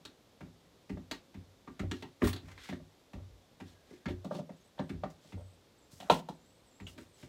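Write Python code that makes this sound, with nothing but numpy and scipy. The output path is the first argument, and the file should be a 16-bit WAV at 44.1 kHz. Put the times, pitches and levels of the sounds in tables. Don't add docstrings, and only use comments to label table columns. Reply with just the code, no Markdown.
import sys
import numpy as np
from scipy import signal
from scipy.fft import rfft, irfft
from scipy.io import wavfile

SR = 44100
rng = np.random.default_rng(int(sys.argv[2]) if len(sys.argv) > 2 else 0)


def makeup_ratio(level_db):
    decades = np.asarray(level_db, float) / 20
    return 10 ** decades


def store_wav(level_fs):
    pcm = np.round(np.clip(np.atleast_2d(level_fs), -1, 1) * 32767)
    wavfile.write(sys.argv[1], SR, pcm.T.astype(np.int16))


N = 321048
TAIL_S = np.arange(SR * 7 // 10) / SR


def add(out, start_s, sound):
    at = round(start_s * SR)
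    out[at:at + len(sound)] += sound[:N - at]


def filtered(x, order, hz, kind):
    return signal.sosfilt(signal.butter(order, hz, kind, fs=SR, output="sos"), x)


def coloured(spectrum, size):
    hz = np.maximum(np.fft.rfftfreq(size, 1 / SR), 1)
    point_hz, point_db = np.array(spectrum).T
    gain = makeup_ratio(np.interp(np.log(hz), np.log(point_hz), point_db))
    x = irfft(rfft(rng.standard_normal(size)) * gain, size)
    return x / x.std()


def drift(rate_hz):
    knots = rng.standard_normal(int(rate_hz * N / SR) + 2)
    return 1.2 * np.interp(np.arange(N) / SR * rate_hz, np.arange(len(knots)), knots)


def fade(t60_s, rise_s, t=TAIL_S):
    shape = (1 - np.exp(-t / rise_s)) ** 2 * np.exp(-np.log(1000) * t / t60_s)
    return shape / shape.max()


def struck(modes, luck, rise_s, ring=0.9, place_hz=None, focus_db=0.):
    longest_s = max(t60_s for _, _, t60_s in modes)
    t = TAIL_S[:round(SR * (.02 + 1.2 * ring * longest_s))]
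    out = np.zeros(len(t))
    for (hz, level_db, t60_s), (uneven, turn) in zip(modes, luck):
        away_octaves = abs(np.log2(hz / place_hz)) if place_hz else 0
        gain = makeup_ratio(level_db - focus_db * away_octaves + 7 * (uneven - .5))
        out += gain * np.sin(2 * np.pi * (hz * t + 0.39 * turn)) * fade(t60_s * ring, rise_s, t)
    return out / np.abs(out).max()


def resonance(x, hz, width_hz):
    r = np.exp(-np.pi * width_hz / SR)
    y = signal.lfilter([1, 0, -1], [1, -2 * r * np.cos(2 * np.pi * hz / SR), r * r], x)
    return y / y.std()


# hz, db_per_hz
HUSH_SPECTRUM = [(15, -41), (25, -2.5), (80, -2), (242, -1.5), (451, -3.5), (545, -2.5), (624, -6.5),
                 (1560, -16), (2910, -17), (3620, -13.5), (3920, -15.5), (7710, -23), (8830, -27),
                 (14800, -29.5), (16000, -46)]


def hush():
    return makeup_ratio(-65) * coloured(HUSH_SPECTRUM, N)


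# start_s, top_db, hull_db, wood_db, top_hz
SETTLES = [(.004, -56.5, -73, -77, 157), (.46, -53, -60, -63, 137), (.647, -60, -70, -72, 146),
           (1.831, -39, -45, -40.5, 290), (2.429, -47.5, -49.5, -72, 137), (2.798, -49, -59, -52.5, 159),
           (3.181, -63, -60, -50.5, 190), (3.91, -44, -75, -57, 323), (4.099, -31.5, -39.5, -60, 290),
           (4.939, -49, -45, -54, 256), (5.93, -60, -60, -65, 143)]
SETTLE = dict(top_ring=0.67, lag_s=0, wood_hz=520, wood_ring=1,
              smack_db=-67.5, smack_hz=2000, smack_ring=.8, edge_db=-25, plain=0.86)
# start_s, top_db, wood_db, smack_db, wood_hz
TAPS = [
    (.0502, -48, -63, -39, 1120),
    (1.1105, -36.5, -45, -29.5, 636),
    (2.3283, -38, -61, -34, 619),
    (2.3605, -60, -48, -42, 455),
]
TAP = dict(top_hz=280, top_ring=0.63, lag_s=0.0022, hull_db=-65, wood_ring=0.52,
           smack_hz=4100, smack_ring=0.36, edge_db=-16, plain=2.2)
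# start_s, top_db, hull_db, wood_db, smack_db
PATS = [
    (.405, -41.5, -51, -46.5, -49.5),
    (.893, -31.5, -41, -43, -44),
    (1.341, -41.5, -46, -56, -49.5),
    (1.792, -29.5, -36, -43, -37),
    (2.687, -35, -49, -49, -38),
    (3.131, -38.5, -41.5, -48, -46.5),
    (3.6, -40, -53, -49, -44),
    (4.893, -32, -44.5, -49.5, -41.5),
    (5.3205, -39, -39, -52, -48),
    (6.799, -42.5, -47, -52, -49),
]
PAT = dict(top_hz=197, top_ring=.95, lag_s=0.00598, wood_hz=740, wood_ring=0.88,
           smack_hz=2200, smack_ring=0.61, edge_db=-19, plain=1)
# start_s, top_db, hull_db, wood_db, smack_db
CLAPS = [
    (.9695, -39.5, -58, -44, -53.5),
    (2.724, -34.5, -54, -39.5, -43.5),
    (4.055, -29.5, -40.5, -48, -33.5),
    (4.778, -57, -62, -45.5, -50),
    (4.792, -29, -50, -31.5, -38),
    (5.0335, -35, -52, -26.5, -39.5),
]
CLAP = dict(top_hz=201, top_ring=0.65, lag_s=0.00203, wood_hz=680, wood_ring=0.64,
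            smack_hz=1780, smack_ring=0.44, edge_db=-30, plain=1.3)
# start_s, top_db, wood_db, smack_db, wood_hz
FLICKS = [
    (1.6735, -41, -43.5, -48, 1080),
    (2.27, -45, -34.5, -36, 970),
    (2.4814, -53.5, -51, -49.5, 810),
    (2.5104, -72, -62, -49, 1040),
    (2.5745, -59, -67, -44, 1270),
    (4.082, -52, -37, -43, 560),
    (6.977, -44, -52, -43, 452),
    (7.2275, -46.5, -54, -50.5, 620),
]
FLICK = dict(top_hz=240, top_ring=0.61, lag_s=0.0024, hull_db=-58, wood_ring=0.83,
             smack_hz=2090, smack_ring=0.59, edge_db=-26, plain=1)
# start_s, top_db, wood_db, smack_db, wood_hz
SLAPS = [
    (1.9112, -33.5, -43.5, -32, 860),
    (2.022, -40, -44.5, -38, 665),
]
SLAP = dict(top_hz=276, top_ring=0.63, lag_s=0.0023, hull_db=-63, wood_ring=0.47,
            smack_hz=2600, smack_ring=0.39, edge_db=-20.5, plain=2.9)
# start_s, top_db, hull_db, wood_db, smack_db
BLOWS = [
    (2.2173, -18, -25.5, -30.5, -37),
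    (2.2415, -22, -42, -34, -36),
]
BLOW = dict(top_hz=290, top_ring=0.56, lag_s=0.0027, wood_hz=470, wood_ring=.6,
            smack_hz=1960, smack_ring=0.97, edge_db=-21, plain=0.92)
# start_s, top_db, wood_db, smack_db, smack_hz
RAPS = [(4.2445, -33.5, -37.5, -46.5, 3820), (4.309, -33, -28.5, -63, 2500),
        (4.347, -35.5, -38.5, -46, 3500), (4.388, -35, -34, -61, 2500), (4.492, -38.5, -39, -54.5, 1940),
        (2.513, -70, -75, -57.5, 9000), (5.0994, -74, -72, -56.5, 9000), (5.246, -57, -56.5, -77, 2000),
        (5.376, -63, -47, -75, 2000), (5.406, -65, -48.5, -63, 2000), (5.9145, -74, -61, -61, 4590),
        (5.9995, -48, -50, -41, 3170), (6.026, -47, -49, -52, 3110), (6.2853, -34.5, -60, -45, 3780)]
RAP = dict(top_hz=190, top_ring=0.63, lag_s=0.00515, hull_db=-66, wood_hz=590, wood_ring=0.66,
           smack_ring=0.58, edge_db=-14.5, plain=1)
# start_s, top_db, smack_db, smack_hz
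GRIPS = [
    (6.0975, -25, -23, 2830),
    (6.8663, -69, -47, 3300),
]
GRIP = dict(top_hz=187.7, top_ring=.9, lag_s=.005, hull_db=-75, wood_db=-78.5, wood_hz=599, wood_ring=0.45,
            smack_ring=.9, edge_db=-17.5, plain=2.2)


def contacts():
    kinds = [
        (SETTLES, SETTLE, "top_db hull_db wood_db top_hz"),
        (TAPS, TAP, "top_db wood_db smack_db wood_hz"),
        (PATS, PAT, "top_db hull_db wood_db smack_db"),
        (CLAPS, CLAP, "top_db hull_db wood_db smack_db"),
        (FLICKS, FLICK, "top_db wood_db smack_db wood_hz"),
        (SLAPS, SLAP, "top_db wood_db smack_db wood_hz"),
        (BLOWS, BLOW, "top_db hull_db wood_db smack_db"),
        (RAPS, RAP, "top_db wood_db smack_db smack_hz"),
        (GRIPS, GRIP, "top_db smack_db smack_hz"),
    ]
    found = []
    for rows, rule, names in kinds:
        usual_hz = rule.get("smack_hz", 3000)
        for start_s, *values in rows:
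            own = dict(zip(names.split(), values))
            found.append(dict(rule, start_s=start_s, usual_hz=usual_hz, **own) if not set(own) & set(rule)
                         else {**rule, "start_s": start_s, "usual_hz": usual_hz, **own})
    return found


# hz, level_db, t60_s
WORKTOP_MODES = [(153.1, -4, 0.46), (167.8, -2.5, 0.42), (192.4, 3, 0.19), (245.8, -2, 0.36),
                 (267, 1.5, 0.29), (299.7, 0, 0.26), (340.5, -2, 0.21), (359.8, 0.5, 0.4), (406.5, 2, 0.26)]
# hz, level_db, t60_s
HULL_MODES = [(44.3, -7.5, 0.14), (52.4, -13.5, 0.19), (60.45, 4, 0.33), (69, 3, 0.2), (91.8, 7.5, 0.51),
              (99.6, 1.5, 0.47), (116.4, -6.5, 0.73)]


def presses():
    top, hull = np.zeros(N), np.zeros(N)
    for c in contacts():
        top_luck, hull_luck = rng.random((2, 16, 2))
        press_s = c["start_s"] + c["lag_s"]
        boom = struck(WORKTOP_MODES, top_luck, 0.0022, c["top_ring"], c["top_hz"], focus_db=13.0)
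        add(top, press_s, makeup_ratio(c["top_db"]) * boom)
        swell = struck(HULL_MODES, hull_luck, 0.0076, c["top_ring"])
        add(hull, press_s + 0.0087, makeup_ratio(c["hull_db"] + 3) * swell)
    return hull + filtered(top, 4, 115, "high")


# hz, level_db, t60_s
JOINERY_MODES = [(482, -12, 0.13), (545, -1, 0.11), (580.3, 2, 0.11), (619, 4.5, 0.077), (693, -4, 0.12),
                 (774, -6, 0.12), (812, 3.5, 0.052), (911, 3.5, 0.036), (1011, -4, 0.091),
                 (1120, -8.5, 0.064), (1183, 4.5, 0.048), (1324, -4.5, 0.1), (1442, -8.5, 0.24)]


def joinery():
    out = np.zeros(N)
    for c in contacts():
        luck = rng.random((20, 2))
        knock = struck(JOINERY_MODES, luck, 0.0017, c["wood_ring"], c["wood_hz"], focus_db=13.0)
        add(out, c["start_s"], makeup_ratio(c["wood_db"]) * knock)
    return filtered(out, 4, 300, "high")


# hz, db_per_hz
SMACK_SPECTRUM = [(820, -5.5), (1400, -6.5), (1910, -7.5), (2110, -11), (2600, -11), (3400, -12),
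                  (4280, -11.5), (4820, -18.5), (5500, -18.5), (7150, -22), (12100, -120)]
# hz, db_per_hz
EDGE_SPECTRUM = [(2940, -29), (5000, -8), (5790, -8.5), (8060, -9.5), (9790, -16), (10600, -14),
                 (16000, -18.5)]


def smacks():
    width_share, rise_s, fingers_s, fingers_db = .29, .0018, .0062, -2
    peel_t60_s, peel_db, edge_db_per_octave = 0.2, -15, 5.5
    out = np.zeros(N)
    slap_noise = coloured(SMACK_SPECTRUM, N + len(TAIL_S))
    edge_noise = signal.lfilter([.6], [1, -.4], coloured(EDGE_SPECTRUM, N + len(TAIL_S)))
    for c in contacts():
        hz, ring, plain, peak_db = c["smack_hz"], c["smack_ring"], c["plain"], c["smack_db"]
        at = round(c["start_s"] * SR)
        slap, edge = slap_noise[at:at + len(TAIL_S)], edge_noise[at:at + len(TAIL_S)]
        colour = resonance(slap, hz, width_hz=width_share * hz) + plain * slap
        colour = colour / np.hypot(1, plain)
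        palm = fade(0.059 * ring, rise_s)
        peel = makeup_ratio(peel_db) * fade(peel_t60_s, .004)
        smack_s = c["start_s"] + .0008
        add(out, smack_s, makeup_ratio(peak_db - 10.5) * colour * (palm + peel))
        add(out, smack_s + fingers_s, makeup_ratio(peak_db - 11 + fingers_db) * colour[::-1] * palm)
        edge_db = peak_db + c["edge_db"] + edge_db_per_octave * np.log2(hz / c["usual_hz"])
        edge_fade = fade(0.018, 0.00068) + 0.58 * fade(0.23 * ring, 0.0017)
        add(out, smack_s, makeup_ratio(edge_db) * edge * edge_fade)
    return out


def blip(hz, t60_s, spread):
    steps = (-2.2, -.9, 0, 1.2, 2.1)
    luck = [(.5, .1), (.5, .9), (.5, .5), (.5, 0), (.5, .7)]
    modes = [(hz * (1 + k * spread), -3.5 * abs(k), t60_s) for k in steps]
    return struck(modes, luck, rise_s=.0007)


# start_s, peak_db, pitch_hz, echo_db (relative)
CRACKS = [(.0508, -42, 3550, 2), (.0508, -54, 7300, 3), (1.1118, -37, 3900, 2), (1.794, -53, 6500, 2),
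          (1.9125, -36, 3200, 3), (1.9125, -44, 6300, 3), (1.9125, -40, 1700, 3), (2.0235, -48, 2100, 3),
          (1.1118, -43, 2300, 2), (2.0235, -44, 3700, 1), (2.2205, -34, 2500, -8), (2.33, -38, 3800, 0),
          (2.329, -46, 11000, -4), (2.361, -44, 3750, 0), (2.376, -47, 3700, -1), (4.082, -45, 2800, -1),
          (4.352, -49, 3600, 1), (4.8925, -50, 3400, -3), (5.3225, -51, 2800, -3), (6.0982, -21, 3300, -9),
          (6.8005, -45, 2150, -8), (6.8685, -42, 3000, -9), (6.8685, -52, 6300, -6),
          (7.2285, -52, 2700, -3)]
# start_s, peak_db, pitch_hz, t60_s
POPS = [(.409, -52, 1500, .05), (1.1145, -36, 4300, .02), (1.803, -38, 270, .12), (2.229, -24, 200, .09),
        (5.37, -50, 480, .12), (7.232, -47, 140, .14), (1.1155, -43, 6820, .02), (1.1154, -40, 1915, 0.033),
        (1.794, -49, 3900, .05), (1.797, -42, 1300, 0.06), (1.796, -48, 2000, .03),
        (1.9125, -46, 5700, .02), (1.914, -42, 1355, 0.033), (2.2145, -48, 600, .04),
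        (2.219, -33, 1920, 0.022), (2.222, -32.5, 1100, .04), (2.242, -35, 1490, .04),
        (2.272, -34, 994, .05), (2.281, -39, 1780, .03), (2.293, -45, 3500, 0.02), (2.278, -42, 4300, .03),
        (2.244, -46, 3900, .03), (2.332, -40, 4200, 0.03), (2.363, -44, 4000, .03),
        (2.577, -49, 2100, 0.044), (2.689, -46, 800, 0.054), (2.69, -48, 2490, 0.044),
        (4.058, -42, 1850, .06), (4.312, -47.5, 1600, .05), (4.79, -39.5, 3500, 0.017),
        (4.7938, -29, 574, 0.054), (4.806, -47, 1690, .06), (4.897, -50, 1495, .06),
        (5.036, -38.5, 1200, .03), (5.037, -48, 3400, .02), (6.08, -57, 1100, .06),
        (6.0985, -26, 3900, .015), (6.102, -36, 1700, 0.05), (6.103, -37, 4600, .06),
        (6.157, -52, 5600, 0.034),
        (.056, -49, 3900, .09), (2.247, -29, 290, .08), (5.932, -50, 150, .12), (6.002, -45, 740, .06),
          (6.024, -44, 720, .08), (6.006, -56, 1900, .08), (6.07, -52, 620, .06), (6.088, -48, 700, .04),
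          (6.103, -32, 2700, .07), (6.12, -38, 3050, .1), (6.125, -30, 950, .12), (6.145, -32, 200, .15),
          (6.965, -52, 300, .08), (7.005, -47, 330, .1), (2.38, -50, 3700, .06), (3.925, -52, 330, .08),
          (4.075, -35, 200, .14), (2.035, -46, 900, .09), (2.05, -46, 150, .15), (3.3, -56, 55, .3),
          (1.125, -44, 900, .08), (4.065, -44, 2200, .04), (5.395, -48, 550, .08), (3.16, -52, 560, .1),
          (2.281, -38, 2400, .03), (2.292, -44, 2700, .03)]


def pops():
    crack_t60_s, crack_spread, echo_s = .011, .125, .0048
    out = np.zeros(N)
    for start_s, peak_db, hz, t60_s in POPS:
        add(out, start_s, makeup_ratio(peak_db) * blip(hz, t60_s, .075))
    for start_s, peak_db, hz, echo_db in CRACKS:
        add(out, start_s, makeup_ratio(peak_db) * blip(hz, crack_t60_s, crack_spread))
        add(out, start_s + echo_s, makeup_ratio(peak_db + echo_db) * blip(1.06 * hz, crack_t60_s, crack_spread))
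    return signal.lfilter(*signal.iirnotch(5150, 5, SR), out)


# start_s, length_s, scuff_db, hiss_db, pitch_hz
SLIPS = [
    (1.93, 0.19, -61.5, -69, 3500),
    (2.3, 0.18, -62, -73, 3800),
    (5.9, 0.32, -72, -63.5, 3500),
    (6.868, 0.12, -70, -60.5, 3200),
    (6.972, 0.15, -63, -65, 2500),
    (6.1, 0.13, -44.5, -48.5, 2900),
    (4.075, .09, -56, -66, 3000),
    (1.115, .11, -56, -68, 3600),
    (2.235, 0.097, -48, -55, 3000),
    (2.266, .07, -50, -50, 3000),
]
# start_s, length_s, scuff_db, hiss_db, pitch_hz
SLIDES = [
    (2.43, 0.13, -64.5, -69, 2200),
    (6.03, .1, -62, -72, 1500),
    (2.2, .04, -58, -66, 1800),
    (2.55, 0.24, -52.5, -61, 2750),
    (3.64, 0.13, -66.5, -69, 3500),
    (4.3, 0.13, -56, -60.5, 3600),
    (3.84, .2, -66, -72, 2500),
    (5.18, 0.22, -67.5, -70, 3560),
    (7.15, 0.17, -66, -64, 3000),
]


def slides():
    out, t = np.zeros(N), np.arange(N) / SR
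    grain = makeup_ratio(1.2 * drift(57) + 1.5 * drift(210))
    rough, hiss = coloured(SMACK_SPECTRUM, N), coloured(EDGE_SPECTRUM, N)
    bands = []
    for hz in (1500, 2200, 3200, 4400):
        once = resonance(rough, hz, width_hz=.6 * hz)
        bands.append((hz, resonance(once, hz, width_hz=.6 * hz)))
    for rows, top_share, ends_db, hiss_top_hz in ((SLIPS, 0.054, -24, 15500), (SLIDES, 0.44, -16, 9800)):
        flour = filtered(hiss, 1, hiss_top_hz, "low")
        for start_s, length_s, scuff_db, hiss_db, pitch_hz in rows:
            end_s = start_s + length_s
            edge = np.interp(t, [start_s, start_s + 0.0041, end_s - .03, end_s], [0, 1, 1, 0])
            away = np.interp(t, [start_s, start_s + top_share * length_s, end_s], [1, 0, 1])
            swell = makeup_ratio(ends_db * away ** 1.5)
            scuff = sum(makeup_ratio(-16 * abs(np.log2(hz / pitch_hz))) * band for hz, band in bands)
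            out += edge * swell * (makeup_ratio(scuff_db) * scuff + makeup_ratio(hiss_db) * flour)
    return grain * out


# start_s, peak_db
JINGLE = [
    (2.2303, -46.5),
    (2.246, -37.5),
    (2.2597, -39),
    (2.272, -32.5),
    (2.285, -36),
    (2.2994, -71),
    (2.3144, -61),
]
# hz, level_db, t60_s
CUTLERY_MODES = [(6700, -5, .06), (7900, -9, .07), (8700, -7, .1), (9070, -4, .11), (9270, -9, .1),
                 (10140, -11, .08), (11420, -2, .11), (12200, -9, .1), (13300, -8, .08), (14010, -8, .09),
                 (14550, -13, .08), (15290, -8, .11), (15690, 0, .13)]


def cutlery():
    out = np.zeros(N)
    for start_s, peak_db in JINGLE:
        luck = rng.random((16, 2)) * [1, 4]
        add(out, start_s, makeup_ratio(peak_db - 4) * struck(CUTLERY_MODES, luck, rise_s=.0006))
    return out


# start_s, end_s, pitch_hz, level_db
BOTTLE_HUM = (3.64, 4.24, 1640, -79)


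def bottle():
    start_s, end_s, hz, level_db = BOTTLE_HUM
    edge = np.interp(np.arange(N) / SR, [start_s, start_s + .03, end_s - .1, end_s], [0, 1, 1, 0])
    return makeup_ratio(level_db) * edge * resonance(rng.standard_normal(N), hz, width_hz=44)


# start_s, length_s, from_hz, to_hz, level_db
BIRD_GLIDES = [(4.56, .02, 7900, 7700, -78), (4.575, .02, 7600, 6600, -79), (4.597, .028, 6450, 6500, -72),
               (4.632, .05, 7800, 8250, -76), (4.78, .16, 8200, 8300, -80), (5.2, .04, 7650, 7300, -79),
               (5.24, .06, 7700, 8100, -79), (5.37, .04, 8400, 8500, -75), (5.41, .045, 8400, 7850, -78),
               (5.45, 0.1, 8030, 8230, -76), (5.778, .018, 8000, 7900, -72), (5.808, .04, 7350, 7350, -71),
               (5.85, .05, 7400, 7700, -79), (6.365, .04, 7050, 6850, -78), (6.405, .05, 7000, 7550, -78),
               (6.455, .055, 7700, 7800, -72), (6.51, .06, 7900, 8250, -76), (6.58, .065, 8250, 8450, -83),
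               (6.34, .03, 8400, 7700, -79), (6.647, .07, 8500, 7350, -74.5),
               (6.72, 0.085, 7350, 7770, -72), (6.8, 0.062, 7770, 6900, -71.5),
               (7.08, .04, 8700, 8600, -77.5), (7.125, 0.015, 8500, 7950, -74),
               (7.135, .035, 7950, 7800, -69), (7.165, .03, 7500, 6750, -72), (6.98, .04, 7400, 8200, -74)]


def bird():
    out, smear, edge_s = np.zeros(N), .3 + drift(520), .008
    for start_s, length_s, from_hz, to_hz, level_db in BIRD_GLIDES:
        t = TAIL_S[:round(SR * (length_s + edge_s))]
        edge = np.interp(t, [0, edge_s, length_s, length_s + edge_s], [0, 1, 1, 0])
        hz = np.interp(t, [0, length_s], [from_hz, to_hz])
        add(out, start_s, edge * makeup_ratio(level_db) * np.sin(2 * np.pi * np.cumsum(hz) / SR))
    return smear * out


# hz, level_db, t60_s
JAR_MODES = [(380, -26, 0.25), (500, -11, 0.3), (560, -2.5, 0.12), (621, 0, 0.16), (671.5, 1.5, 0.12),
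             (780, -1, 0.085), (836, -0.5, .15), (890, 1, 0.15), (943, -0.5, 0.093), (1095, -3, 0.099),
             (1153, -7, 0.083), (1220, -8.5, 0.076), (1304, -12, 0.15), (1415, -16, 0.12),
             (2640, -16, 0.064), (3160, -24, 0.11), (3600, -19, 0.061), (4020, -15.5, 0.07),
             (4100, -18, 0.025)]
# hz, level_db, t60_s
LID_MODES = [(2654, -3, .05), (2814, -4, 0.051), (2945, 0, 0.055), (3000, -4, .05), (3280, -3, .04)]


def jar():
    out, luck = np.zeros(N), rng.random((20, 2))
    add(out, 6.099, -makeup_ratio(-8) * struck(JAR_MODES, .2 * luck, .0009, ring=0.371))
    add(out, 6.287, makeup_ratio(-30.5) * struck(JAR_MODES[:14], luck, 0.00083, ring=0.24))
    add(out, 6.8675, makeup_ratio(-40) * struck(LID_MODES, luck, 0.00052))
    return filtered(out, 4, 300, "high")


def cabin(x):
    t60_s = .23
    white = rng.standard_normal(len(TAIL_S))
    dull = signal.lfilter([.35], [1, -.65], white)
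    answer = dull * makeup_ratio(-60 * TAIL_S / t60_s) + 1.34 * white * makeup_ratio(-90 * TAIL_S / t60_s)
    answer = answer * (TAIL_S > .004)
    return signal.fftconvolve(x, answer / np.sqrt(np.sum(answer ** 2)))[:N]


def scene():
    bright = joinery() + smacks() + pops() + cutlery() + bird() + jar()
    dull = hush() + presses() + slides() + bottle()
    return (dull + bright + makeup_ratio(-7) * cabin(bright))[None]


def low_pass(x):
    return signal.sosfilt(signal.butter(12, 16450, fs=SR, output="sos"), x)


def record(dry):
    mix = filtered(dry, 6, 38, "high")
    mix = signal.sosfilt(signal.cheby2(18, 60, 16400, fs=SR, output="sos"), mix)
    return low_pass(mix)


dry = scene()
out = record(dry)
store_wav(out)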